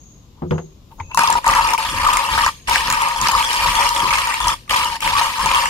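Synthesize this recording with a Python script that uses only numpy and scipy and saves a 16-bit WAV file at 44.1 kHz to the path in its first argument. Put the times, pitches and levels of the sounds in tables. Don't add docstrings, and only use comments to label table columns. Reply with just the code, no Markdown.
import sys
import numpy as np
from scipy import signal
from scipy.fft import rfft, irfft
from scipy.io import wavfile
from scipy.ndimage import uniform_filter1d, map_coordinates

SR = 44100
rng = np.random.default_rng(int(sys.argv[2]) if len(sys.argv) > 2 else 0)


def natural_amplitude(level_db):
    exponent = np.asarray(level_db, float) / 20
    return 10 ** exponent


def master(y):
    cut = np.clip(np.atleast_2d(y).T, -1, 1)
    pcm = np.round(cut * 32767)
    wavfile.write(sys.argv[1], SR, pcm.astype(np.int16))


N = 250929
TIME = np.arange(N) / SR


def evened(x):
    return x / np.sqrt(np.mean(x ** 2) + 1e-20)


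def unit(response):
    return response / np.linalg.norm(response)


def read(points, hz):
    f, value = np.transpose(points)
    return np.interp(np.log(hz + 1), np.log(f + 1), value)


def column(tables, index, off_db=-120):
    out = np.full(N, off_db * 1.)
    for rows in map(np.array, tables):
        inside = (TIME >= rows[0, 0]) & (TIME <= rows[-1, 0])
        out[inside] = np.interp(TIME[inside], rows[:, 0], rows[:, index])
    return out


def through(x, response):
    return signal.oaconvolve(x, response, axes=-1)[..., :N]


def high_pass(x, order, hz):
    return signal.lfilter(*signal.butter(order, hz, "high", fs=SR), x)


def add(mix, s, sound):
    part = mix[round(s * SR):][:len(sound)]
    part += sound[:len(part)]


def causal(points):
    hz = abs(np.fft.fftfreq(8192, 1 / SR))
    below = np.maximum(np.log2(points[0][0] / (hz + 1)), 0)
    above = np.maximum(np.log2((hz + 1) / points[-1][0]), 0)
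    gain_db = np.maximum(read(points, hz) - 40 * (below + above), -100)
    log_gain = np.log(natural_amplitude(gain_db))
    return np.fft.ifft(np.exp(log_gain - 1j * signal.hilbert(log_gain).imag)).real[:4096]


def ring(modes):
    t, out = TIME[:6000], 0
    for k, (hz, width_hz, db) in enumerate(modes):
        decay = width_hz * np.exp(-np.pi * width_hz * t)
        out = out + (-1) ** k * natural_amplitude(db) * decay * np.sin(2 * np.pi * hz * t)
    return out * (1 - np.exp(-t / 0.00043))


def slow(lo_hz, hi_hz):
    rates_hz = np.geomspace(lo_hz, hi_hz, 24) * rng.uniform(0.83, 1.1, 24)
    return evened(sum(np.sin(2 * np.pi * (f * TIME + rng.random())) / f ** 0.47 for f in rates_hz))


def hiss(points, same):
    hz = np.fft.rfftfreq(N, 1 / SR)
    a, b = rfft(rng.standard_normal((2, N)))
    c = np.clip(read(same, hz), 0, 1)
    colour = (hz > points[0][0] / 2) * natural_amplitude(read(points, hz))
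    return evened(irfft(np.array([a, c * a + np.sqrt(1 - c ** 2) * b]) * colour, N))


def blip(hz, t60_s, wide):
    t, burst = TIME[:1500], rng.standard_normal(1500)
    resonance = np.exp(-np.pi * .25 * hz * t[:200]) * np.sin(2 * np.pi * hz * t[:200])
    hump = through(burst, resonance)[:1500]
    broad = signal.lfilter([1, 0, -1], [1, -1.1, .33], burst)
    x = (evened(hump) + wide * evened(broad)) * natural_amplitude(-60 * t / t60_s)
    return x / abs(x).max()


def bumps(times, rise_s, fall_s):
    age = TIME[::64] - np.reshape(times, (-1, 1))
    width = np.where(age < 0, np.reshape(rise_s, (-1, 1)), np.reshape(fall_s, (-1, 1)))
    return np.exp(-(age / width) ** 2)


def summed_db(bells, db, base_db=-120):
    power = natural_amplitude(db) ** 2 @ bells + natural_amplitude(base_db) ** 2
    return np.interp(TIME, TIME[::64], 10 * np.log10(power))


# f/Hz, level/dB per Hz
AIR_SPECTRUM = [(12, -49), (20, -1), (32, -4), (53, 7.5), (101, 0.5), (146, 1.5), (182, -2.5), (607, -17.5),
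                (873, -21), (1030, -16.5), (1570, -30.5), (3840, -23), (4300, -26), (7500, -28.5),
                (8000, -42), (14600, -33), (16000, -60)]
# f/Hz, share
AIR_LIKENESS = [(60, 0.93), (300, 0.93), (1000, 0.071), (3000, 0.04)]


def garden_air():
    return natural_amplitude(-46.5 + np.array([[1.5], [-1.5]])) * hiss(AIR_SPECTRUM, AIR_LIKENESS)


# f/Hz, width/Hz, level/dB
INSECT_MODES = [(6260, 110, -7), (6600, 170, 0)]


def insect():
    start_s, every_s, rise_s, fall_s = -0.027, 0.495, 0.065, 0.091
    clicks_per_s, quiet_s, level_db = 5000, 4.3, -56
    age = (TIME - start_s) % every_s
    swell = (1 - np.exp(-age / rise_s)) * np.exp(-(age / (2 * fall_s)) ** 2)
    clicks = rng.standard_normal((2, N)) * (rng.random(N) < clicks_per_s / SR) * (TIME < quiet_s)
    return natural_amplitude(level_db) * evened(through(clicks * swell, ring(INSECT_MODES)[None]))


# stop t/s, restart t/s, still missing at restart/dB, trickling grounds level/dB
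RESTS_OF_CRANK = [
    (0, 1.173, -62, -150),
    (1.385, 1.46, -2, -51),
    (1.752, 1.78, -24, -66),
    (2.488, 2.676, -24, -42.5),
    (4.539, 4.694, -23, -47.5),
    (4.966, 5.019, -6, -68),
]


def rests():
    stop_db_per_s, stop_db = 2000, 24
    dying_db_per_s, creep_db_per_s, trickle_db_per_s = 247, 599, 119
    gain_db, trickle_db = np.zeros(N), np.full(N, -120.)
    for k, (stop, restart, missing_db, falling_db) in enumerate(RESTS_OF_CRANK):
        inside = (TIME >= stop) & (TIME < restart)
        age, left = TIME[inside] - stop, restart - TIME[inside]
        dying = -np.minimum(stop_db_per_s * age, stop_db) - dying_db_per_s * age
        dying = dying - 99 * (k == 0)
        gain_db[inside] = np.maximum(dying, np.minimum(missing_db, 0) - creep_db_per_s * left)
        trickle_db[inside] = falling_db - trickle_db_per_s * age
    return gain_db, trickle_db


# f/Hz, level/dB per Hz
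WOBBLE_SPECTRUM = [(8.8, -42), (15, -16), (32, 9), (54, 7), (161, -10.5), (190, -7.5), (217, -11),
                   (333, -13), (442, -34), (520, -6.5), (680, -32), (1140, -120)]
# t/s, wobble level/dB, thump level/dB
ARM_PULLS = [(1.0, -45.5, -48), (1.19, -60, -33), (1.3, -35.5, -39.5), (1.49, -33, -38), (1.94, -29.5, -35),
             (2.34, -30.5, -37.5), (2.7, -35, -45), (2.89, -39, -31.5), (3.239, -32.5, -32),
             (3.661, -31.5, -36.5), (4.039, -34.5, -28.5), (4.459, -31.5, -40.5), (4.71, -37, -47),
             (5.07, -35, -35.5), (5.45, -34, -31.5)]


def shake():
    rise_s, fall_s, thump_hz, thump_s = 0.049, 0.17, 146, 0.036
    s, wobble_db, thump_db = np.transpose(ARM_PULLS)
    same = [(20, 0.98), (200, 0.88)]  # f/Hz, left-right likeness
    cranked = TIME > RESTS_OF_CRANK[0][1]
    rest_db = 0.54 * rests()[0].clip(-40) * cranked
    wobble = hiss(WOBBLE_SPECTRUM, same) * natural_amplitude(summed_db(bumps(s, rise_s, fall_s), wobble_db) + rest_db)
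    thump = hiss([(thump_hz / 2, -12), (thump_hz, 0), (3 * thump_hz, -12), (6 * thump_hz, -50)], same)
    thump = thump * natural_amplitude(summed_db(bumps(s, thump_s / 2, thump_s), thump_db) - 2.0)
    return natural_amplitude([[2.5], [-2.5]]) * (wobble + thump)


# f/Hz, level/dB, t60/s
BOARD_MODES = [(167.3, 0.5, 0.3), (220, 1, 0.1), (272, -3.5, 0.098), (345, -5.5, 0.34), (416, -18, 0.049),
               (456, -6.5, 0.18)]
# f/Hz, t60/s
LEG_MODE = (88.4, 0.25)
# f/Hz, level/dB per Hz
CLACK_SPECTRUM = [(260, -16.5), (450, 1), (923, -4.5), (1260, -5.5), (2290, -27), (3120, -25), (3780, -35),
                  (6790, -44), (7750, -51), (15000, -57)]
# t/s, board peak/dB, leg thud/dB, clack/dB, clack treble/dB
TABLE_KNOCKS = [
    (0.42, -8, -35, -29, -46),
    (0.432, -11, -27.5, -35, -58),
    (0.447, -15, -26, -40, -58),
    (0.509, -2, -20, -20, -21.5),
    (0.519, -15, -27, -23, -55),
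    (0.528, -13, -20, -31, -44),
    (0.543, -16.5, -49, -31, -42),
    (0.556, -14.5, -29, -33, -51),
    (0.58, -23, -46, -23.5, -27.5),
    (1.003, -48, -24.5, -42, -42),
]


def table():
    out, t, colour, t60_s = np.zeros(N), TIME[:16000], causal(CLACK_SPECTRUM), 0.084
    low = signal.butter(1, 1500, fs=SR)
    leg_hz, leg_t60_s = LEG_MODE
    for s, board_db, legs_db, clack_db, treble_db in TABLE_KNOCKS:
        boards = 0
        for hz, db, ring_s in BOARD_MODES:
            db_off, hz_off = rng.standard_normal(2)
            tone = np.sin(2 * np.pi * hz * (1 + 0.0586 * hz_off) * t)
            boards = boards + natural_amplitude(db + 1.9 * db_off - 60 * t / ring_s) * tone
        legs = natural_amplitude(legs_db - 60 * t / leg_t60_s) * np.sin(2 * np.pi * leg_hz * t)
        add(out, s, (natural_amplitude(board_db - 13.0) * boards + legs) * (1 - np.exp(-t / 0.0026)))
        burst = through(rng.standard_normal(len(t)), colour)[:len(t)]
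        body = evened(signal.lfilter(*low, burst)) * natural_amplitude(clack_db + 2.5 - 60 * t / t60_s)
        add(out, s, body * (1 - np.exp(-t / 0.00084)))
        add(out, s, evened(high_pass(burst, 2, 1500)) * natural_amplitude(treble_db + 3.5 - 60 * t / (0.73 * t60_s)))
    return out


# f/Hz, width/Hz, level/dB
LOWER_MODES = [(560, 31.5, -14), (915.8, 69.3, 1.5), (982, 83, 0.5)]
UPPER_MODES = [(1052, 123, -3.5), (1209.6, 151, 4.5)]
# peak t/s, chamber level/dB, rise/s, fall/s
HAND_RUBS = [
    (.415, -53, 0.037, .004),
    (0.919, -40.5, 0.0075, 0.0056),
    (1.004, -29.5, 0.011, 0.0047),
    (1.112, -38.5, 0.012, 0.0083),
    (1.137, -53, 0.011, .006),
    (1.165, -50, 0.0043, 0.0037),
]
# t/s, level/dB, f/Hz
BEARING_SQUEAK = [
    [(1.03, -53, 2550), (1.126, -45, 2610), (1.14, -29, 2650)],
    [(1.15, -39, 2680), (1.172, -39, 2680)],
]
# t/s, level/dB, half length/s, lowest f/Hz
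SLEEVE_SWISH = (.94, -57, .03, 9000)
# t/s, peak/dB, f/Hz
METAL_TICKS = [
    (0.9157, -42, 2980),
    (0.9997, -23, 2200),
    (1.114, -26, 2700),
]


def handling():
    s, db, rise, fall = np.transpose(HAND_RUBS)
    rub = rng.standard_normal(N) * natural_amplitude(summed_db(bumps(s, rise, fall), db))
    out = through(rub, unit(ring(LOWER_MODES[1:] + UPPER_MODES[:1])))
    turns = np.cumsum(column(BEARING_SQUEAK, index=2, off_db=0) * (1 + .01 * slow(30, 500))) / SR
    squeak_db = column(BEARING_SQUEAK, index=1) - 0.5 + 1.5 * slow(27.0, 220)
    out = out + natural_amplitude(squeak_db) * np.sin(2 * np.pi * turns)
    s, db, half_s, hz = SLEEVE_SWISH
    brushed = high_pass(rng.standard_normal(N), 4, hz)
    out += brushed * natural_amplitude(summed_db(bumps([s], half_s, half_s), [db]))
    for s, db, hz in METAL_TICKS:
        add(out, s, natural_amplitude(db) * blip(hz, 0.041, 0.028))
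    return out


def chips():
    per_s, spread_db, clump_db = 5500, 3.5, 1.15
    size = natural_amplitude(spread_db * np.minimum(rng.exponential(1, N), 3.2) + clump_db * slow(11, 160))
    train = size * rng.choice([-1., 1.], N) * (rng.random(N) < per_s / SR)
    kind = rng.integers(0, 12, N)
    shapes = evened(rng.standard_normal((12, 300)) * natural_amplitude(-60 * TIME[:300] / 0.0054))
    return evened(sum(through(train * (kind == k), shape) for k, shape in enumerate(shapes)))


def splinters():
    per_s, spread_db = 700, 2.5
    size = natural_amplitude(spread_db * np.minimum(rng.exponential(1, N), 4)) * rng.choice([-1., 1.], N)
    tick = rng.standard_normal(60) * natural_amplitude(-60 * TIME[:60] / 0.0066)
    return evened(through(size * (rng.random(N) < per_s / SR), tick))


# t/s, peak/dB, f/Hz
GAP_RASPS = [(1.174, -10.5, 2390), (1.2786, -23, 1680), (1.4637, -17, 1970), (1.537, -9.5, 1740),
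             (1.6887, -17, 2240), (1.7785, -26, 2570), (1.8812, -9.5, 3470), (1.9755, -14, 1790),
             (2.0479, -23, 1850), (2.1706, -16.5, 2460), (2.2394, -10, 2700), (2.3776, -13, 1830),
             (2.4624, -22, 1800), (2.6834, -17, 1620), (2.7582, -16, 2270), (2.9004, -7, 1740),
             (3.0117, -11.5, 2100), (3.1553, -9, 3360), (3.2456, -14, 1750), (3.317, -17, 2720),
             (3.4267, -3, 3350), (3.53, -14, 2770), (3.6747, -27, 1830), (3.7545, -3, 3450),
             (3.8572, -8, 2750), (3.963, -7, 3460), (4.1072, -5.5, 2170), (4.2179, -13, 2350),
             (4.2928, -12, 1940), (4.403, -9, 3470), (4.4808, -11, 3520), (4.6963, -35, 3050),
             (4.835, -7, 2860), (5.0046, -31, 1970), (5.0775, -21, 2550), (5.2137, -6, 2840),
             (5.3778, -11, 2670), (5.4536, -13, 2240), (5.5469, -5.5, 2640), (5.6382, -9, 2690)]


def rasps(drive):
    width_hz, up_s, down_s, level_db = 220, .015, .05, -18
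    out = np.zeros(N)
    age = TIME[:6000] - 2 * up_s
    swell = np.exp(-(age / np.where(age < 0, up_s, down_s)) ** 2)
    r = np.exp(-np.pi * width_hz / SR)
    for s, db, hz in GAP_RASPS:
        part = drive[round((s - up_s) * SR):][:6000]
        rung = signal.lfilter([1, 0, -1], [1, -2 * r * np.cos(2 * np.pi * hz / SR), r * r], part)
        add(out, s - up_s, natural_amplitude(db + level_db) * evened(rung) * swell[:len(part)])
    return out


# t/s, peak/dB, strongest f/Hz
BEAN_SNAPS = [(1.1463, -18, 5460), (1.1738, -3, 1550), (1.1917, 1, 1660), (1.2346, -11, 1940),
              (1.274, -4, 5100), (1.3264, -11.5, 5290), (1.4431, -12, 1760), (1.4636, -7, 1820),
              (1.4781, -13, 2080), (1.511, -4, 1600), (1.5369, -6, 1760), (1.6886, -7, 2290),
              (1.734, -6.5, 2310), (1.7784, -12, 2480), (2.0478, -16, 1860), (2.1311, -6.5, 3470),
              (2.1705, -3, 2420), (2.3775, -2.5, 1620), (2.4623, -5, 1820), (2.6733, -16, 3000),
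              (2.6833, -6, 1660), (2.7582, 3.5, 2330), (2.8724, -9.5, 5340), (2.9008, -12, 1720),
              (2.9248, -7.5, 3430), (3.0116, -9.5, 2150), (3.2455, -21, 1750), (3.2715, -5, 5330),
              (3.4266, -5, 3200), (3.5299, -20, 2950), (3.5538, -14, 2500), (3.6751, -20, 3500),
              (3.7539, -5, 3250), (3.7848, -8.5, 2280), (3.8572, -9, 2970), (3.9629, -7.5, 3360),
              (4.0023, -9, 3360), (4.1061, -6.5, 2260), (4.1844, -6.5, 2770), (4.2183, -6, 2370),
              (4.2712, -10, 1900), (4.3416, -5.5, 2650), (4.4029, -8.5, 3420), (4.4423, -12, 3230),
              (4.4822, -2.5, 5250), (4.6773, -33, 2350), (4.6962, -10, 3100), (4.7082, -4, 3200),
              (4.7416, -8, 2320), (4.8354, -7, 3020), (5.005, -17, 2670), (5.0195, -23, 3230),
              (5.0769, -6, 2500), (5.1382, -16, 2930), (5.2141, -8, 2820), (5.459, -13, 3160),
              (5.5149, -2, 2840), (5.5463, -0.5, 2900), (5.6386, -14, 2830), (5.6566, -4.5, 2360)]


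def snaps():
    out = np.zeros(N)
    for s, db, hz in BEAN_SNAPS:
        add(out, s, natural_amplitude(db) * blip(hz, 0.015, 0.46))
    return signal.lfilter(*signal.butter(2, [800, 10500], "band", fs=SR), out)


# t/s, peak/dB, strongest f/Hz
SKIN_CRACKS = [(1.1468, -15.5, 10000), (1.174, -12, 6640), (1.192, -17, 6860), (1.235, -13, 8670),
               (1.303, -8, 9010), (1.3264, -9, 7040), (1.4426, -29, 9380), (1.4645, -18, 9040),
               (1.4786, -5.5, 6700), (1.5502, -10.5, 9170), (1.674, -14.5, 6810), (1.7065, -11.5, 9280),
               (1.7365, -6, 6180), (1.78, -18, 8980), (2.055, -18, 8230), (2.074, -13, 9430),
               (2.1351, -11, 8380), (2.1705, -11.5, 8970), (2.2398, -15.5, 6050), (2.378, -27, 7350),
               (2.4466, -13, 7250), (2.4633, -11, 6920), (2.6815, -20, 8560), (2.6963, -10, 8920),
               (2.901, -3.5, 7000), (2.926, -8, 8980), (3.0206, -13, 9350), (3.0853, -16, 8410),
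               (3.2146, -6, 6530), (3.2715, -20, 6000), (3.285, -6, 6000), (3.3174, -12, 7240),
               (3.3776, -21, 7120), (3.3962, -12, 8770), (3.4481, -13, 8560), (3.5303, -10.5, 8800),
               (3.6801, -15, 6090), (3.7534, -16, 6060), (3.8909, -6.5, 6200), (3.9498, -12, 8500),
               (3.979, -15, 8440), (4.0028, -18, 8860), (4.108, -17, 6130), (4.135, -8, 6140),
               (4.1839, -22, 7080), (4.2717, -21, 8990), (4.3421, -16, 8640), (4.4733, -13, 8870),
               (4.483, -9, 6040), (4.696, -21, 8480), (4.7252, -12.5, 6400), (4.7704, -15, 6700),
               (4.83, -18, 8930), (4.8457, -10, 8680), (5.006, -19.5, 7020), (5.0195, -21, 8800),
               (5.041, -19, 9140), (5.0763, -14.5, 9510), (5.459, -8.5, 6990), (5.547, -15, 6890)]


def cracks():
    out = np.zeros(N)
    for s, db, hz in SKIN_CRACKS:
        add(out, s, natural_amplitude(db + 4.5) * blip(hz, 0.0083, 0.78))
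    return high_pass(out, 2, 4500)


# t/s, peak/dB, ringing f/Hz
BURR_JOLTS = [(1.146, -11.5, 1050), (1.174, -1.5, 946), (1.206, -8, 937), (1.235, -1, 927),
              (1.277, -3, 1056), (1.298, -0.5, 932), (1.354, 0, 944), (1.446, -11, 1000), (1.467, 1.5, 926),
              (1.486, -4.5, 1213), (1.55, -2, 988), (1.608, -8, 958), (1.783, -11, 954), (1.849, -12, 958),
              (1.998, -8.5, 1003), (2.031, -13, 1007), (2.065, -2, 1240), (2.085, -5.5, 990),
              (2.127, -9, 917), (2.288, -8, 1033), (2.379, -3.5, 950), (2.464, -1, 973), (2.686, -8, 982),
              (2.709, -2, 939), (2.902, -10, 967), (2.925, -9, 954), (3.159, -11, 930), (3.2, -13, 990),
              (3.214, -7, 1045), (3.287, -4, 942), (3.311, -9.5, 1090), (3.333, -8, 1056),
              (3.35, -3.5, 1160), (3.557, -10, 1010), (3.659, -5, 964), (3.788, -5, 935),
              (4.016, -24, 1030), (4.053, -7, 1020), (4.105, -12, 960), (4.127, -6, 1172),
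              (4.172, -15, 1140), (4.272, -15, 907), (4.403, -8.5, 986), (4.443, -11, 977),
              (4.469, -3, 969), (4.679, -32, 1190), (4.704, -28, 1000), (4.729, -7, 980),
              (4.759, -3.5, 960), (5.006, -36, 1070), (5.022, -25, 1250), (5.043, -13, 956),
              (5.12, -10, 985), (5.152, -4.5, 1146), (5.165, -6, 1126), (5.212, -2.5, 963),
              (5.393, -7.5, 1043), (5.459, -3.5, 980), (5.533, -7, 1046), (5.551, -4.5, 950)]


def stalls():
    stall_s, stall_db = .005, -10
    stuck = np.zeros(N)
    for s, *_ in BURR_JOLTS:
        add(stuck, s - 2 * stall_s, np.linspace(0, 1, round(2 * stall_s * SR)))
    return natural_amplitude(stall_db * np.minimum(stuck, 1))


def jolts():
    out, t = np.zeros(N), TIME[:6000]
    body = ring(LOWER_MODES + UPPER_MODES) * natural_amplitude(-60 * t / .04) * (1 - np.exp(-t / .0008))
    body = body / abs(body).max()
    envelope = natural_amplitude(-60 * t / 0.064) * (1 - np.exp(-t / 0.00065))
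    for s, db, hz in BURR_JOLTS:
        add(out, s, natural_amplitude(db - 3.5) * (envelope * np.sin(2 * np.pi * hz * t) + 0.33 * body))
    return out


# peak t/s, chamber level/dB, crackle over chamber/dB, upper modes over chamber/dB
BURR_BITES = [(1.19, -20, -4, 2.5), (1.27, -35, -20, 12), (1.36, -16, -39, -8.5), (1.5, -17, -9, 0.5),
              (1.6, -18.5, -9.5, -1), (1.71, -17, -14.5, -9), (1.84, -29.5, 1, 0), (2.002, -26, -2.5, -2),
              (2.09, -19.5, -5.5, 2.5), (2.2, -21.5, -9.5, -5), (2.359, -24, 0, -3), (2.45, -23, -4, 5.5),
              (2.726, -19.5, -1.5, -7), (2.904, -23, -4.5, 0.5), (3.038, -20.5, -10, -2.5),
              (3.25, -23.5, -1, -1.5), (3.364, -18, -5, -4), (3.54, -21, -1.5, -10),
              (3.668, -21.5, 0, -1.5), (3.814, -18, -3, -3.5), (4.0, -18.5, -6.5, -6.5),
              (4.138, -21.5, -1.5, 1), (4.28, -23.5, -7, -7), (4.472, -24.5, -2, 3), (4.749, -18.5, -3, -2),
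              (4.87, -25.5, -28, -10), (5.055, -22, -3, -6), (5.192, -19, -2.5, -1), (5.442, -22, -3, -4),
              (5.566, -19.5, -3, 0.5)]
# f/Hz, level/dB per Hz
SHELL_SPECTRUM = [(150, -0.5), (300, -0.5), (420, -5.5), (700, 4.5), (850, -5), (1400, -5), (1700, -13.5)]
# f/Hz, level/dB per Hz
CRUNCH_SPECTRUM = [(900, -8.5), (1400, -9.5), (1540, -0.5), (1840, 4), (2050, -4), (2300, 1.5), (2600, -1),
                   (3180, -1), (3750, -13), (4300, -12), (5590, -11.5), (9460, -120)]
# f/Hz, level/dB per Hz
GRIT_SPECTRUM = [(2410, -10.5), (4100, -1), (5290, -6.5), (5730, -6), (7270, -7), (7840, -12.5),
                 (8500, -4.5), (9110, -4.5), (10800, -13.5), (11800, -12.5), (14900, -18), (15700, -28),
                 (16300, -79)]


def grind():
    bite_rise_s, bite_fall_s, idle_db = 0.054, 0.071, -30.5
    dust_share, splinter_db = .6, -9
    press_db, press_s, grip_bend_s = 11, 0.0079, .0003
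    s, bite_db, crackle_db, upper_db = np.transpose(BURR_BITES)
    bells = bumps(s, bite_rise_s, bite_fall_s)
    gain_db, trickle_db = rests()
    level = natural_amplitude(summed_db(bells, bite_db, idle_db) + gain_db)
    upper_level = natural_amplitude(summed_db(bells, bite_db + upper_db, idle_db - 18) + gain_db)
    crunch_db = summed_db(bells, bite_db + crackle_db, idle_db + 1.5) + gain_db

    fractures = np.sqrt(1 - dust_share) * chips() + np.sqrt(dust_share) * rng.standard_normal(N)
    stick = stalls()
    drive = stick * fractures
    sharp = stick * (fractures + natural_amplitude(splinter_db) * splinters())

    pressed = bumps(np.transpose(ARM_PULLS)[0], press_s, press_s).sum(0)
    pressed = np.interp(TIME, TIME[::64], pressed)
    lowest_level = level * natural_amplitude(-20.5 + press_db * pressed)

    chamber = through(drive * level * natural_amplitude(-1.5), unit(ring(LOWER_MODES[1:])))
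    out = map_coordinates(chamber, [np.arange(N) + grip_bend_s * SR * slow(3, 14)], order=3)
    out = out + through(drive * lowest_level, unit(ring(LOWER_MODES[:1])))
    out = out + through(drive * upper_level, unit(ring(UPPER_MODES)))
    out = out + through(drive * level * natural_amplitude(-21), unit(causal(SHELL_SPECTRUM)))
    crunch = sharp * (natural_amplitude(crunch_db - 1.0) + natural_amplitude(trickle_db))
    out = out + through(crunch, unit(causal(CRUNCH_SPECTRUM)))
    grit = sharp * (natural_amplitude(crunch_db - 5.0) + natural_amplitude(trickle_db + 2.5))
    out = out + through(grit, unit(causal(GRIT_SPECTRUM)))
    return out + rasps(sharp * natural_amplitude(gain_db)) + jolts() + snaps() + cracks()


# f/Hz, t60/s
WALL_DECAY = [(300, 0.3), (1000, 0.08), (4000, 0.12), (12000, 0.13)]


def tail(length_s, first_s):
    taps = np.zeros((2, round(length_s * SR)))
    at = np.arange(round(first_s * SR), taps.shape[1] - 20, 20)
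    at = at + rng.integers(0, 20, (2, len(at)))
    np.put_along_axis(taps, at, rng.choice([-1., 1.], at.shape), 1)
    hz, t, z = signal.stft(taps, SR, nperseg=128)
    decay = natural_amplitude(-60 * t / read(WALL_DECAY, hz)[:, None])
    out = signal.istft(z * decay, SR, nperseg=128)[1]
    return out / np.linalg.norm(out[0])


# f/Hz, lead/s
LEFT_LEAD = [(500, 0.00045), (1000, 0.000098), (2000, 0.00029), (8000, 0.000317)]
# f/Hz, phase/rad
PHASE_SCATTER = [(200, 0.15), (900, 0.3), (1500, 0.75), (3000, 1.68), (12000, 1.62)]
# f/Hz, level/dB
LEFT_BALANCE = [(100, 3), (300, -0.5), (900, 5.5), (1300, 2), (3000, 1.5), (6000, -1.5), (10000, 1.5)]


def placed(x):
    turns_per_s, swing_s, walls_db = 2.3, .00006, -9
    hz, t, z = signal.stft(x, SR, nperseg=512, noverlap=384)
    lead = read(LEFT_LEAD, hz)[:, None] + swing_s * np.sin(2 * np.pi * (turns_per_s * t + 0.32))
    side = np.array([.5, -.5])[:, None, None]
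    drift = rng.standard_normal((len(t), len(hz), 2, 2)).T
    for _ in range(2):
        drift = uniform_filter1d(drift, size=10, axis=2)
        drift = uniform_filter1d(drift, size=3, axis=3)
    stir, shade = evened(drift) * read(PHASE_SCATTER, hz)[:, None]
    paths = np.exp(2j * np.pi * hz[:, None] * lead * side + 1j * stir)
    paths = paths * natural_amplitude(read(LEFT_BALANCE, hz)[:, None] * side + 1.42 * shade)
    near = signal.istft(z * paths, SR, nperseg=512, noverlap=384)[1][:, :N]
    to_walls = high_pass(x, 1, 900)
    return near + natural_amplitude(walls_db) * through(to_walls[None], tail(0.55, .008))


def scene():
    background = garden_air() + insect() + shake()
    return background + placed(table() + natural_amplitude(1.0) * (handling() + grind()))


def band_limit(x):
    return signal.sosfilt(signal.butter(12, 16490, fs=SR, output="sos"), x)


def record(dry):
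    limited = np.clip(1.4 * np.tanh(dry / 1.4), -.97, .97)
    edged = signal.oaconvolve(limited, signal.firwin(201, 15950, fs=SR)[None], "same")
    return band_limit(edged)


dry = scene()
out = record(dry)
master(out)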